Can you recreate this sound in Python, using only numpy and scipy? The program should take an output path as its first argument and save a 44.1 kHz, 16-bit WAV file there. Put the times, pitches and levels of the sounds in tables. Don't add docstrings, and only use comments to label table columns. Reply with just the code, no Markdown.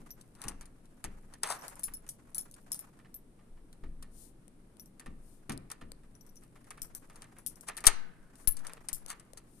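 import sys
import numpy as np
from scipy import signal
from scipy.fft import rfft, irfft, next_fast_len
from scipy.io import wavfile

SR = 44100
rng = np.random.default_rng(int(sys.argv[2]) if len(sys.argv) > 2 else 0)


def unload_audio(sound):
    columns = np.transpose(np.atleast_2d(sound))
    steps = np.round(np.clip(columns, -1, 1) * 32767)
    wavfile.write(sys.argv[1], SR, steps.astype(np.int16))


N = 423353

# (frequency [Hz], level per Hz [dB])
HALL_SPECTRUM = [(8.2, -38.5), (14, 11.5), (36, -1.5), (76, -14.5), (121, -4.5), (245, -6), (858, -25),
                 (3380, -37.5), (6820, -41), (9400, -30.5), (13700, -47.5), (15000, -46.5)]
# (frequency [Hz], likeness [0 to 1])
HALL_LIKENESS = [(60, 0.94), (300, 0.91), (700, 0.34), (2000, 0.)]
# (time [s], depth [dB])
SAGS = [(6.821, -42), (7.87, -16.5), (8.478, -19), (8.929, -33.5)]
# (time [s], slow wobble level [dB], thud level [dB])
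JOLTS = [(.0, -51, -50), (0.449, -42, -38.5), (1.042, -41.5, -41), (1.87, -49, -55), (3.503, -45, -73),
         (3.83, -36, -44), (5.06, -42, -42), (5.491, -47.5, -31), (5.819, -45, -44)]
# (start [s], length [s], level [dB])
BRUSHES = [(4.086, 0.26, -58), (5.158, 0.3, -68), (8.337, 0.15, -62.5), (9.393, 0.48, -66)]
# (time [s], level [dB])
LOOSE_MOTION = [(0, -69), (.7, -82.5), (1.3, -72.5), (1.6, -61.5), (2.0, -74.5), (2.75, -65.5),
                (3.101, -88), (6.001, -83.5), (6.4, -74), (7.7, -71.5), (8.1, -83.5), (8.598, -67.5),
                (9.6, -82)]
# (time [s], level
# [dB])
CASING_TICKS = [(4.48, -47.5), (4.769, -51.5), (5.5763, -35), (5.9183, -32.5), (8.734, -36), (9.062, -34),
                (9.3337, -41)]
# (time [s], left over right [dB])
BEARING = [(0, 7.5), (3, 3), (5.7, 7), (6.8, 7.5), (7.8, 12), (9.6, 7)]
# (start [s], length [s], treble level [dB], door body level [dB])
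SCRAPES = [(0.338, 0.25, -73, -35.5), (1.412, 0.18, -53, -24), (1.492, 0.043, -50, -18),
           (7.664, 0.041, -56, -33.5), (8.613, 0.086, -87, -42), (9.067, 0.076, -55, -34.5)]
# (start [s], t60 [s], frequency [Hz], width [Hz], level [dB])
PLATE_HUM = (7.875, 1.4, 1560, 160, -58)
# (frequency [Hz], width [Hz], level [dB])
DOOR_MODES = [(465, 40, 5), (790, 80, 10), (1200, 150, 3), (1570, 120, 5), (1760, 90, 5)]
# (time [s], metal level [dB], door body over metal [dB])
KNOCKS = [(0.211, -42.5, -32), (0.351, -46.5, -21), (0.4167, -31, -25), (0.4387, -31, -18),
          (0.482, -23, -28.5), (0.61, -35, -19), (0.6556, -44, -23), (0.855, -52, -23),
          (1.041, -24.5, -19.5), (1.3373, -39.5, -16.5), (1.4325, -16, -19), (1.88, -49.5, -4.5),
          (2.0652, -46.5, -16), (2.54, -38.5, -50.5), (2.9895, -53.5, -8.5), (3.0472, -72, 11.5),
          (3.3902, -65.5, -1.5), (3.569, -74.5, 7), (3.728, -43.5, -26), (3.8359, -53, -5),
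          (4.025, -37, -23), (4.996, -35, -18.5), (5.06, -42.5, -8), (5.4951, -28, -10), (5.5195, -29, -47),
          (5.701, -35, -15.5), (5.7145, -29, -24), (5.812, -48, -4.5), (6.034, -60, -10.5),
          (6.435, -48.5, -19.5), (6.556, -52.5, -8.5), (6.643, -50, -18), (6.7053, -34, -19),
          (6.7746, -47.5, -8.5), (7.098, -47.5, -9), (7.1578, -42, -19), (7.22, -37.5, -18),
          (7.242, -48.5, -11.5), (7.366, -61, 0), (7.6857, -28, -12.5), (7.768, -30, -24.5),
          (7.776, -28, -19), (7.805, -38.5, -20), (7.8398, -29.5, -8), (7.8547, -20.5, -18),
          (7.867, 0.5, -27), (7.8708, -10, -19), (8.355, -46.5, -22.5), (8.476, -21.5, -28.5),
          (8.5681, -32, -26.5), (8.591, -43, -24), (8.648, -44, -7), (8.668, -30.5, -30), (8.695, -48, -2),
          (8.769, -56.5, 0), (8.886, -23, -27), (9.1016, -26.5, -16), (9.197, -43, -18.5),
          (9.373, -32.5, -25.5)]
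# (frequency [Hz], level [dB], t60 [s])
KEY_MODES = [
    [(10110, -5, .14), (10340, -8, .05), (8200, -17, .025)],
    [(11670, -1, .12), (11820, -13, .06), (5480, -14, .1)],
    [(13090, -6, .1), (13210, -14, .06)],
    [(5590, -9, .04), (5960, -12, .05)],
]
# (time [s], crack level [dB], ring level [dB], names of the keys struck)
CLINKS = [(0.106, -45, -43.5, "cd"), (1.589, -45, -50, "cd"), (1.612, -38, -47, "d"), (1.662, -37, -60, ""),
          (1.6806, -22, -71, "bc"), (1.755, -34, -57, "a"), (1.7938, -26, -52, "abc"),
          (1.8337, -20, -30, "a"), (1.8395, -16, -35.5, "ab"), (1.937, -28, -41, "ab"),
          (2.078, -38, -50, ""), (2.0898, -19.5, -42, "acd"), (2.3462, -17, -42.5, "ac"),
          (2.3811, -14, -32, "ab"), (2.512, -33, -80, "b"), (2.7182, -12, -32.5, "ab"),
          (2.7444, -18, -58, "bc"), (2.7919, -24, -49, "ab"), (3.1424, -30, -35.5, "c"),
          (4.7968, -41, -46, "cd"), (4.858, -42, -57, "cd"), (6.152, -49, -57, "ad"),
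          (6.2093, -47, -53.5, "cd"), (6.2645, -44, -62, "cd"), (6.292, -62, -53, "d"),
          (6.3568, -37.5, -65, "bcd"), (6.368, -54, -48, "d"), (6.41, -49, -66, ""),
          (6.8182, -16.5, -40, "bd"), (6.9494, -20.5, -45, "acd"), (7.3852, -35.5, -60, "a"),
          (7.4633, -15, -35, "ac"), (7.4715, -26, -43, "abc"), (7.557, -36.5, -56, "d"),
          (7.609, -29.5, -60.5, "ac"), (8.4742, -28, -17, "ac"), (8.9298, -14, -33.5, "ac"),
          (8.9365, -29, -43, "a"), (8.9465, -23, -48, "ac")]

HALL_RMS_DB = -58
ROOM_BASS_T60_S, WALL_CUT_HZ, ROOM_DB = 0.7, 3300, -21.5
PORT_HZ, PORT_WIDTH_HZ, PORT_DB = 9300, 1070, 10.5
LAG_S, LAG_SPREAD = .00048, .25
SAG_RETURN_HZ = 3.2
CRACK_S = 0.00051
KNOCK_RATTLE_T60_S, BODY_RATTLE_T60_S = 0.053, 0.13
MIDDLE_PAN, WOOD_PAN = .4, .2
KEY_NAMES, SHAKEN_DB = "abcd", -17
FLUTTER_DB, STRIKE_SPREAD_DB = 5, 3
TOP_HZ, CUTOFF_HZ = 14300, 15600


def amp(db):
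    return 10 ** (np.asarray(db) / 20)


def rms_one(x):
    return x / np.sqrt(np.mean(x ** 2) + 1e-20)


def silence():
    return np.full((2, N), 1e-18)


def band(x, low_hz, high_hz):
    return signal.sosfilt(signal.butter(2, [low_hz, high_hz], "band", fs=SR, output="sos"), x)


def resonate(x, hz, width_hz):
    r = np.exp(-np.pi * width_hz / SR)
    zeros = np.array([1, 0, -1]) * (1 - r * r) / 2
    poles = [1, -2 * r * np.cos(2 * np.pi * hz / SR), r * r]
    return signal.lfilter(zeros, poles, x)


def port(x):
    return x + amp(PORT_DB) * resonate(x, PORT_HZ, PORT_WIDTH_HZ)


def add(out, s, pan_db, sound, lag_s=LAG_S):
    for side, sign in enumerate((1, -1)):
        at = round((s + side * lag_s) * SR)
        out[side, at:at + len(sound)] += amp(sign * pan_db / 2) * sound[:N - at]


def swell(s, length_s):
    progress = np.clip((np.arange(N) / SR - s) / length_s, 0, 1)
    return np.sin(np.pi * progress) ** 2


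def burst(noise, rattle_t60_s, rattle_db):
    t = np.arange(len(noise)) / SR
    crack = np.sign(noise) * t / CRACK_S * np.exp(1 - t / CRACK_S)
    lumps = np.minimum(noise[(t * 500).astype(int) - 600] ** 2, 2) + 1.11
    envelope = (1 - np.exp(-t / 0.0011)) * amp(rattle_db - 60 * t / rattle_t60_s)
    return crack + noise * lumps * envelope


def loose_ticks(per_s):
    strength = amp(3 * np.minimum(rng.exponential(1, N), 2.6))
    ticks = (rng.random(N) < per_s / SR) * strength
    return rms_one(ticks) * amp(np.interp(np.arange(N) / SR, *np.transpose(LOOSE_MOTION)))


def hall():
    log_hz = np.log(np.fft.rfftfreq(N, 1 / SR) + 1)
    hz, level_db = np.transpose(HALL_SPECTRUM)
    spectrum_db = np.interp(log_hz, np.log(hz), level_db)
    hz, likeness = np.transpose(HALL_LIKENESS)
    alike = np.interp(log_hz, np.log(hz), likeness)
    mid, side = rfft(rng.standard_normal((2, N))) * amp(spectrum_db)
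    both = np.sqrt(1 + alike) * mid + np.sqrt(1 - alike) * side * [[1], [-1]]
    return amp(HALL_RMS_DB) * rms_one(irfft(both, N)) * amp([[.8], [-.8]])


def room(x):
    size = next_fast_len(N + SR)
    hz = np.fft.rfftfreq(size, 1 / SR)
    t60 = ROOM_BASS_T60_S / np.sqrt(1 + (hz / WALL_CUT_HZ) ** 2)
    lags_s = rng.uniform(0.0091, 0.038, (2, 6, 1))
    loop = amp(-60 * lags_s / t60) * np.exp(-2j * np.pi * hz * lags_s)
    echoes = (loop / (1 - loop)).sum(axis=1)
    dulling = 1 + (hz / WALL_CUT_HZ / 2) ** 2
    return irfft(rfft(x.mean(axis=0), size) * echoes / dulling, size)[:, :N]


def sags():
    steps = np.zeros(N)
    for s, depth_db in SAGS:
        steps[round(s * SR)] = -amp(depth_db)
    rounded = signal.lfilter([.02], [1, -.98], np.cumsum(steps))
    coupling = signal.butter(2, SAG_RETURN_HZ, "high", fs=SR, output="sos")
    return signal.sosfilt(coupling, rounded) * [[1], [0]]


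def grip():
    t, out = np.arange(SR // 2) / SR, np.zeros((2, N))
    for s, wobble_db, thud_db in JOLTS:
        shake = rng.standard_normal(SR // 2)
        sway = np.sin(2 * np.pi * 19 * t) + amp(17.0) * band(shake[::-1], 34, 61)
        wobble = amp(wobble_db - 60 * t / 1.23) * sway
        thud = band(shake * amp(thud_db + 13.5 - 60 * t / 0.43), 90, 300)
        add(out, s, 2, wobble + thud)
    return out


def skin():
    hiss = rms_one(port(band(rng.standard_normal((2, N)), 4400, 19845))) * amp([[5], [-9]])
    return hiss * sum(amp(db) * swell(s, length_s) for s, length_s, db in BRUSHES)


def shifting_parts():
    flicker = signal.lfilter([.0005], np.poly([.9965, .9965]), loose_ticks(64))
    white = rng.standard_normal((3, N))
    shifting = flicker * (white[0] + 2.15 * white[1:])
    return amp(3.5) * band(shifting, 460, 1700) + amp(-10.5) * band(shifting, 3400, 11000)


def casing():
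    snaps = silence()
    for s, db in CASING_TICKS:
        snap = burst(rng.standard_normal(SR // 20), 0.005, -1.2)
        add(snaps, s, 17, amp(db - 12.5) * snap)
    return port(band(snaps, 1100, 13300)) + amp(16) * resonate(snaps, 530, 180)


def metal_bands(high, middle):
    return port(band(high, 3400, 12000)) - amp(-0.5) * band(middle, 2500, 6400)


def scrapes():
    high, middle, crunch = silence(), silence(), silence()
    catches = np.repeat(rng.exponential(1, N // 64 + 1), 64)[:N]
    grit = rng.standard_normal(N) * (1.3 + catches)
    for s, length_s, treble_db, body_db in SCRAPES:
        drag = swell(s, length_s) * grit
        add(high, 0, 5, amp(treble_db) * drag)
        add(middle, 0, 2, amp(treble_db) * drag)
        add(crunch, 0, 4, amp(body_db) * drag, lag_s=0)
    return metal_bands(high, middle) + amp(-14.5) * band(crunch, 680, 1600)


def plate_hum():
    s, t60, hz, width_hz, db = PLATE_HUM
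    since = np.arange(N) / SR - s
    fade = (since > 0) * amp(db - 60 * np.abs(since) / t60)
    return fade * rms_one(resonate(rng.standard_normal(N), hz, width_hz))


def knocks():
    high, middle, wood = silence(), silence(), silence()
    for s, db, body_db in KNOCKS:
        white = rng.standard_normal((2, SR // 4))
        pan_db = np.interp(s, *np.transpose(BEARING))
        metal = amp(db - 12.5) * burst(white[0], KNOCK_RATTLE_T60_S, -8.0)
        body = amp(db + body_db) * burst(white[1], BODY_RATTLE_T60_S, 0.48)
        add(high, s, pan_db, metal, LAG_S * (1 + LAG_SPREAD * white[0, -1]))
        add(middle, s, MIDDLE_PAN * pan_db, metal)
        add(wood, s, WOOD_PAN * pan_db, body, lag_s=0)
    panel = 0
    for k, (hz, width_hz, db) in enumerate(DOOR_MODES):
        panel = panel + amp(db) * resonate(wood, hz, width_hz) * [[(-1) ** k], [1]]
    return metal_bands(high, middle) + panel + amp(2.0) * band(wood, 510, 2310)


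def ring(blows, hz, level_db, t60):
    swing = rms_one(signal.lfilter([1], [1, -.993], rng.standard_normal((2, N))))
    r, w = amp(-60 / (t60 * SR)), 2 * np.pi * hz / SR
    tone = signal.lfilter([0, amp(level_db) * np.sin(w)], [1, -2 * r * np.cos(w), r * r], blows)
    return amp(FLUTTER_DB * swing) * tone


def clinks():
    crack, rings = silence(), 0
    noise = rng.standard_normal((len(CLINKS), SR // 5))
    pans_db = np.interp([row[0] for row in CLINKS], *np.transpose(BEARING))
    for (s, crack_db, _, _), white, pan_db in zip(CLINKS, noise, pans_db):
        lag_s = LAG_S * (1 + LAG_SPREAD * white[-1])
        add(crack, s, pan_db, amp(crack_db - 16.0) * burst(white, 0.14, -17.5), lag_s)
    bounce_gain = amp(-34.5 - np.arange(SR // 20) / 60)
    for key, modes in enumerate(KEY_MODES):
        jangle = loose_ticks(20)
        crack += amp(-30) * signal.lfilter([1], [1, -.985], jangle) * rng.standard_normal((2, N))
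        blows = silence()
        add(blows, 0, 5, amp(-44) * jangle)
        for (s, _, ring_db, struck), white, pan_db in zip(CLINKS, noise, pans_db):
            bounces = np.roll(white, key)[:SR // 20] * bounce_gain
            bounces[0] = 1
            shaken_db = SHAKEN_DB * (KEY_NAMES[key] not in struck)
            blow_db = ring_db + shaken_db + STRIKE_SPREAD_DB * white[-2 - key]
            add(blows, s, pan_db, amp(blow_db) * bounces)
        for hz, level_db, t60 in modes:
            rings = rings + ring(blows, hz, level_db, t60)
    return port(band(crack, 5200, 16000)) + rings


def scene():
    hits = casing() + scrapes() + plate_hum() + knocks() + clinks()
    handling = grip() + skin() + shifting_parts()
    return hall() + sags() + handling + amp(ROOM_DB) * room(hits) + hits


def record(dry):
    low_pass = signal.butter(10, TOP_HZ, fs=SR, output="sos")
    dulled = signal.sosfilt(low_pass, np.clip(dry, -1, 1))
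    return signal.sosfilt(signal.cheby2(12, 60, CUTOFF_HZ, fs=SR, output="sos"), dulled)


dry = scene()
out = record(dry)
unload_audio(out)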